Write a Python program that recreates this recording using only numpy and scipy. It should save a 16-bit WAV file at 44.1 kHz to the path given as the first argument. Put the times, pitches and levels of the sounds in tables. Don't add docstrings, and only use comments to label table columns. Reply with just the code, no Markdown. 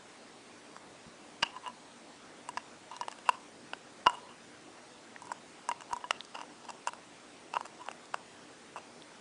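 import sys
import numpy as np
from scipy import signal
from scipy.io import wavfile
from scipy.ndimage import uniform_filter1d

SR = 44100
rng = np.random.default_rng(int(sys.argv[2]) if len(sys.argv) > 2 else 0)


def wav_out(sig):
    wavfile.write(sys.argv[1], SR, np.round(np.clip(np.atleast_2d(sig).T, -1, 1) * 32767).astype(np.int16))


N = 406055


def tooth_knocks():
    # (time [s], blow level [dB], middle modes re blow [dB], tick re blow [dB], ring t60 [s])
    knocks = [(0.765, -39.5, 3, -6, 0.0094), (1.4293, -19, -7, -2, 0.038),
              (1.4344, -21.5, -9.5, -15, 0.022), (1.564, -31, -25.5, -18, 0.04),
              (1.662, -29.5, -12.5, -23, 0.026), (1.671, -32.5, -11, -27, 0.028),
              (1.677, -30.5, -23, -12, 0.058), (2.489, -25.5, -23.5, -10, 0.037),
              (2.5725, -19.5, -19, -15, 0.022), (2.5766, -33, -2.5, -4, 0.02), (2.914, -33, -21, -9, 0.029),
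              (2.965, -35.5, -19, 1.5, 0.048), (3.0111, -21.5, -27, -10.5, 0.043),
              (3.031, -35.5, -10.5, -30, 0.047), (3.0825, -19, -14.5, -11.5, 0.011),
              (3.115, -45.5, -3, 7, 0.026), (3.125, -45.5, 1.5, 2, 0.025), (3.187, -43.5, -5, -2, 0.02),
              (3.2904, -7.5, -19.5, -21.5, 0.031), (3.2945, -22, -5, -14.5, 0.015),
              (3.7342, -22, -21, -19.5, 0.0094), (4.0678, -9, -13.5, -15.5, 0.076),
              (4.0962, -24.5, -14, -13, 0.052), (5.22, -35.5, -26, -6, 0.035), (5.255, -52, -10, 8, .02),
              (5.27, -37, -22, -9, .041), (5.3173, -19.5, -22.5, -15.5, 0.023), (5.322, -36, -20, -1, .017),
              (5.689, -18, -21.5, -8.5, 0.05), (5.7142, -20, -15, -18.5, 0.034), (5.807, -42, 1, 0, 0.016),
              (5.819, -36.5, -8, -5, 0.022), (5.913, -30.5, -21, -34, 0.022), (5.927, -25, -17, -26, 0.025),
              (5.931, -19, -21.5, -10.5, 0.045), (5.965, -27.5, -31, -10.5, 0.042),
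              (6.041, -28, -19, -28, 0.059), (6.1069, -27, -1.5, -2, 0.011), (6.1083, -13, -4, -8.5, 0.011),
              (6.249, -59, -9, 19, .035), (6.3857, -36, -10, -20, .012), (6.389, -34, -2, -13, 0.015),
              (6.406, -32, -10, -25, 0.014), (6.414, -28, -12, -13, 0.016), (6.435, -34, -16, -25, 0.017),
              (6.652, -39.5, -19, -5.5, 0.025), (6.692, -28, -18, -11.5, 0.023),
              (6.704, -29, -21, -6.5, 0.019), (6.8729, -18, -15.5, -11.5, 0.031),
              (6.89, -32, -14, -13, 0.029), (6.934, -33, -10.5, -10, 0.02),
              (7.5388, -22.5, -13.5, -16, 0.022), (7.5539, -31, -12, -30, 0.022),
              (7.5605, -35, -1, -30, 0.033), (7.5675, -12.5, -17, -29, 0.019),
              (7.5707, -32, -12, -32, 0.013), (7.6094, -24, -14, -20, 0.013), (7.656, -36, -6, -5, 0.022),
              (7.664, -41, -5, -2, 0.019), (7.814, -41, -20, -10, 0.053), (7.862, -39, -16, -4, 0.025),
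              (7.8861, -20, -9, -23, 0.0096), (7.914, -38, -1.5, -0.5, 0.017), (8.056, -54, -7, 11, .02),
              (8.143, -25, 3.5, -10, 0.015), (8.76, -23, -22, -27, 0.01), (8.766, -26.5, -22, -24, 0.015)]
    out, t = np.zeros(N), np.arange(600) / SR
    scatters = rng.standard_normal((len(knocks), 7))
    shape = len(knocks), len(t)
    cracks = rng.standard_normal(shape) * (rng.random(shape) < 3000 / SR)
    for (start, db, middle_db, tick_db, t60), scatter, crack in zip(knocks, scatters, cracks):
        hold, upper_db = jaw_hold(start)
        upper_db += 0.82 * middle_db
        body, tick = handle_ring(hold, middle_db, upper_db, tick_db, t60, scatter, blow_db=db)
        force = (t == 0) + 0.59 * crack * np.exp(-t / 0.0018)
        crackle = signal.fftconvolve(force / np.linalg.norm(force), tick)[:len(body)]
        add(out, start, gain_of(db) * (body + crackle))
    return out


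def tooth_scrapes():
    # (start [s], length [s], level [dB], grip [0 loose to 1 tight])
    drags = [(1.421, .006, -45, .9), (1.423, 0.012, -28, 0.92), (1.446, 0.028, -45.5, 0.9),
             (1.466, 0.054, -55, 0.96), (1.52, 0.067, -51.5, 0.06), (1.626, 0.087, -50, 0.2),
             (2.586, .025, -57, 0.8), (2.906, 0.055, -49, 0.04), (3.25, 0.044, -50, 0.8),
             (3.311, 0.055, -52, 0.75), (4.052, 0.0079, -53, 0.2), (4.061, 0.006, -25, 0.45),
             (4.067, 0.068, -49, 0.5), (4.126, 0.033, -45.5, 0), (4.163, 0.042, -52.5, 0.1),
             (4.205, 0.06, -60, 0.1), (4.266, .01, -55, .05), (4.277, 0.057, -57, 0.4),
             (5.222, .04, -59, 0.3), (5.29, 0.021, -49, 0), (5.893, 0.046, -52.5, 0.5),
             (6.003, 0.016, -53, .05), (6.127, 0.054, -57, 1), (6.343, 0.0071, -48, 0.9),
             (6.348, 0.011, -39.5, 0.9), (6.356, 0.026, -47, 0.3), (6.38, 0.039, -52, 0.6),
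             (6.634, 0.03, -58, 0.8), (6.683, 0.024, -44.5, 0.84), (6.864, .009, -51, 0.7),
             (6.872, 0.019, -41, 0.92), (7.533, 0.012, -44, 0.9), (7.548, 0.018, -42, 0.6),
             (7.602, 0.011, -52, .8), (7.648, 0.012, -46, 0.7), (7.789, 0.038, -51, 0.3),
             (7.862, 0.015, -49, 0.1), (8.136, 0.0069, -43.5, 0.9), (8.757, 0.033, -46.5, 0.78)]
    out, scatters = np.zeros(N), rng.standard_normal((len(drags), 6))
    slips = (rng.random(N) < 3000 / SR) * rng.choice([-1, 1], N)
    slips = slips * gain_of(3.5 * np.minimum(rng.exponential(1, N), 3.5))
    for (start, length, db, grip), scatter in zip(drags, scatters):
        hold, upper_offset_db = jaw_hold(start)
        middle_db = np.interp(grip, (0, 1), (-23, -8))
        upper_db = np.interp(grip, (0, 1), (-18, -8.5)) + 0.5 * upper_offset_db
        tick_db = np.interp(grip, (0, 1), (-22, -13.5))
        t60 = np.interp(grip, (0, 1), (0.032, 0.0047))
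        body, tick = handle_ring(hold, middle_db, upper_db, tick_db, t60, scatter, min_upper_t60=0.02)
        train = slips[round(start * SR):][:round(length * SR)]
        train = train * signal.windows.tukey(len(train), 0.4)
        scrape = signal.fftconvolve(train, body + tick)
        rms = np.sqrt((scrape ** 2).sum() / len(train) + 1e-20)
        add(out, start, gain_of(db) * scrape / rms)
    return out


def handle_ring(hold, middle_db, upper_db, tick_db, t60, scatter, blow_db=-np.inf, min_upper_t60=0):
    # (pitch [Hz], level [dB], share of t60 [ratio])
    middle_modes = [(730, -2.5, 0.65), (1124, 6.5, 0.56), (1966, -1, 0.26)]
    # (multiple of the upper pitch [ratio], level [dB], share of t60 [ratio])
    upper_ratios = [(1, 10, 0.7), (1.156, -11, 0.2)]
    # (pitch [Hz], level [dB], share of the tick's t60 [ratio])
    tick_modes = [(3890, 1, 0.068), (5580, 1.4, 0.11), (6480, 1.6, 0.1), (7600, 3.4, 0.11),
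                  (9190, 0.48, 0.084)]
    bend_hz, hollow_hz, hollow_db, upper_hz, tip_db, tilt_db = hold
    bend_and_mouth = [(bend_hz, -2, 1), (hollow_hz, middle_db + hollow_db, 0.6)]
    upper_modes = [(ratio * upper_hz, db, share) for ratio, db, share in upper_ratios]
    body = damped_modes(bend_and_mouth, t60, detune=0.0068 * scatter[-2:])
    body += gain_of(middle_db) * damped_modes(middle_modes, t60, detune=0.043 * scatter)
    body += gain_of(upper_db) * damped_modes(upper_modes, max(t60, min_upper_t60), 0.003 * scatter)
    t = np.arange(len(body)) / SR
    extra_fall_db_per_s = 510 * max(blow_db + 10, 0)
    body *= gain_of(-extra_fall_db_per_s * np.maximum(t - 0.0051, 0))
    surface = [(hz, db + tilt_db * np.log2(hz / 6000), share) for hz, db, share in tick_modes]
    tip = (5000, tip_db, 0.13)
    tick = gain_of(tick_db) * damped_modes(surface + [tip], t60=0.047, detune=0.025 * scatter)
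    body *= np.sin(np.pi / 2 * np.minimum(t / 0.00075, 1))
    tick *= np.minimum(t / 0.00043, 1)
    return body, tick


def jaw_hold(time):
    # (time [s], bending pitch [Hz], mouth hollow [Hz], hollow level [dB], upper pitch [Hz],
    #  upper mode offset [dB], tip level [dB], tick tilt [dB/octave])
    holds = [(.76, 1040, 1400, 3, 2855, -22, 5, -10), (1.43, 956, 1630, 7, 2854, 0, 9.5, -17),
             (1.56, 1014, 1640, 13, 2870, -7, 2, -4), (1.67, 982, 1630, 4.5, 2840, -4.5, -3, 4),
             (2.49, 984, 1650, 10, 2790, -4, 1, 10), (2.575, 990, 1730, 11, 2740, -7, 8.5, -12),
             (2.94, 975, 1670, 5, 2870, -8, -8, -7), (3.01, 965, 1710, 9, 2880, -6.5, 3, -7.5),
             (3.09, 904, 1730, 6.5, 2820, -7, -1, -4), (3.29, 1004, 1310, 6, 2740, -5.5, 7.5, 10),
             (3.73, 990, 1400, 7, 2750, 8.5, 10.5, -15), (4.07, 1000, 1330, 6, 2846, -8, 7.5, -13),
             (4.097, 990, 1350, 6, 2855, -10, -10, 12), (4.16, 980, 1330, 6, 2855, -11, 8, 18),
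             (4.3, 1000, 1330, 7, 2855, -2, 2, 8), (5.22, 970, 1390, 5, 2900, -21, -10, 3),
             (5.32, 960, 1390, 14.5, 2855, -26, -2, 4), (5.69, 970, 1630, 9, 2810, -11.5, -9, 5),
             (5.715, 968, 2040, 4.5, 2800, -8, 7, -1), (5.81, 990, 1500, 3, 2830, -7, -4, -2),
             (5.93, 960, 1290, 5, 2840, -16.5, -8, 0), (5.966, 986, 1330, 5, 2900, -20, -10, 3),
             (6.04, 978, 1660, 9, 2900, -8, 2, 3), (6.11, 1290, 1830, 5, 2800, -4.5, 0.5, -6.5),
             (6.35, 990, 1400, 0, 2820, -15, 7.5, -6), (6.41, 955, 1430, -4, 2840, -7.5, 4, -8),
             (6.7, 920, 1460, 3, 2780, -13, 4.5, -3), (6.87, 980, 1350, 8.5, 2780, -9.5, 2.5, 11),
             (7.54, 920, 1290, 3, 2730, -9, 5, -7), (7.57, 985, 1280, -2, 2790, -11.5, 4, -6),
             (7.63, 970, 1320, 3, 2800, -13, 4.5, 6), (7.82, 990, 1370, 10, 2855, -12, -4, 2),
             (7.865, 990, 1380, 3, 2800, -24, 0, 3), (7.89, 830, 1360, 2, 2740, -5, 3, -3),
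             (8.14, 1000, 1380, 1, 2690, -13.5, 8, -2), (8.76, 930, 1210, -13, 2690, -14, 3, -1)]
    times, *columns = np.transpose(holds)
    hold = [np.interp(time, times, column) for column in columns]
    upper_offset_db = hold.pop(4)
    return hold, upper_offset_db


def damped_modes(modes, t60, detune):
    t = np.arange(4000) / SR
    hz, db, share = np.transpose(modes)[:, :, None]
    decay = gain_of(db - 60 * t / np.maximum(share * t60, 1e-3))
    hz = hz * (1 + detune[:len(modes), None])
    return (decay * np.sin(2 * np.pi * hz * t)).sum(0)


def mouth_pops():
    # (time [s], level [dB], starting pitch [Hz], t60 [s])
    pops = [(3.7341, -25.5, 1340, 0.015), (5.1624, -29.5, 1760, 0.01), (6.2066, -19, 3570, 0.0039),
            (9.0222, -32.5, 3360, 0.0044)]
    out, t = np.zeros(N), np.arange(2000) / SR
    attack = np.minimum(t / 0.00032, 1)
    for start, db, hz, t60 in pops:
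        phase = 2 * np.pi * hz * t * (1 + 15 * t)
        blip = np.sin(phase) + 0.38 * np.sin(0.55 * phase)
        add(out, start, attack * gain_of(db - 60 * t / t60) * blip)
    return out


def low_thumps():
    # (time [s], level [dB], pitch [Hz], t60 [s])
    thumps = [(1.065, -43.5, 172, 0.041), (1.079, -43, 215, 0.031), (1.43, -28.5, 200, 0.01),
              (4.068, -23, 366, 0.012), (5.934, -33, 110, 0.0092)]
    out, t = np.zeros(N), np.arange(4000) / SR
    for start, db, hz, t60 in thumps:
        add(out, start, gain_of(db - 60 * t / t60) * np.sin(2 * np.pi * hz * t))
    return highpass(out, hz=40, order=1)


def room_reverb(sound):
    # (frequency [Hz], t60 [s])
    decay_times = [(300, 0.36), (1000, 0.46), (3000, 0.12), (8000, 0.02)]
    reflections = np.zeros(SR // 2)
    slots = np.arange(300, SR // 2 - 20, 20)
    reflections[slots + rng.integers(0, 20, len(slots))] = rng.choice([-1., 1.], len(slots))
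    hz, t, spectrum = signal.stft(reflections, SR, nperseg=256)
    decay = gain_of(-60 * t / curve_at(decay_times, hz)[:, None])
    tail = signal.istft(spectrum * decay, SR, nperseg=256)[1]
    return signal.fftconvolve(sound, tail / np.linalg.norm(tail))[:N]


def microphone_hiss():
    # (frequency [Hz], relative density [dB])
    hiss_colour = [(12, -67), (20, -27), (70, -21), (112, -9), (199, -5.5), (233, -4.5), (266, -4),
                   (310, -1.5), (597, -4), (817, -4.5), (931, -6), (3000, -13.5), (8580, -19), (10300, -23)]
    frames, hz = N // 512 + 6, np.fft.rfftfreq(2048, 1 / SR)
    real, imag, flicker = rng.standard_normal((frames, len(hz), 3)).T
    flicker = uniform_filter1d(flicker, 20, axis=0)
    flicker = unit_rms(uniform_filter1d(flicker, 6, axis=1))
    spectrum = (real + 1j * imag) * gain_of(curve_at(hiss_colour, hz)[:, None] + 1.48 * flicker)
    hiss = signal.istft(spectrum, nperseg=2048, noverlap=1536)[1]
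    return gain_of(-54) * unit_rms(hiss[:N])


def room_hum():
    # (pitch [Hz], bandwidth [Hz], level [dB])
    tones = [(238, 7.7, -67.5), (296, 1.4, -69), (411, 1.7, -76.5)]
    out, t = np.zeros(N), np.arange(N) / SR
    for hz, width, db in tones:
        pole = np.exp(-np.pi * width / SR)
        waver = signal.lfilter([1], [1, -pole], rng.standard_normal(N) + 1j * rng.standard_normal(N))
        out += gain_of(db) * unit_rms((waver * np.exp(2j * np.pi * hz * t)).real)
    return out


def gain_of(db):
    return 10 ** (np.asarray(db) / 20)


def unit_rms(x):
    return x / np.sqrt(np.mean(x ** 2) + 1e-20)


def curve_at(points, hz):
    point_hz, values = np.transpose(points)
    return np.interp(np.log(hz + 1), np.log(point_hz + 1), values)


def highpass(sound, hz, order):
    return signal.sosfilt(signal.butter(order, hz, "highpass", fs=SR, output="sos"), sound)


def add(mix, start, sound):
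    part = mix[round(start * SR):][:len(sound)]
    part += sound[:len(part)]


def scene():
    chewing = tooth_knocks() + tooth_scrapes() + mouth_pops()
    chewing = highpass(chewing, hz=500, order=3)
    reverb = gain_of(-31) * room_reverb(chewing)
    return (chewing + reverb + low_thumps() + microphone_hiss() + room_hum())[None]


def record(dry):
    lowpass = signal.firwin(1023, cutoff=10130, window=("kaiser", 9), fs=SR)
    limited = signal.oaconvolve(dry, lowpass[None], "same")
    return limited + gain_of(-101.5) * rng.standard_normal(dry.shape)


dry = scene()
out = record(dry)
wav_out(out)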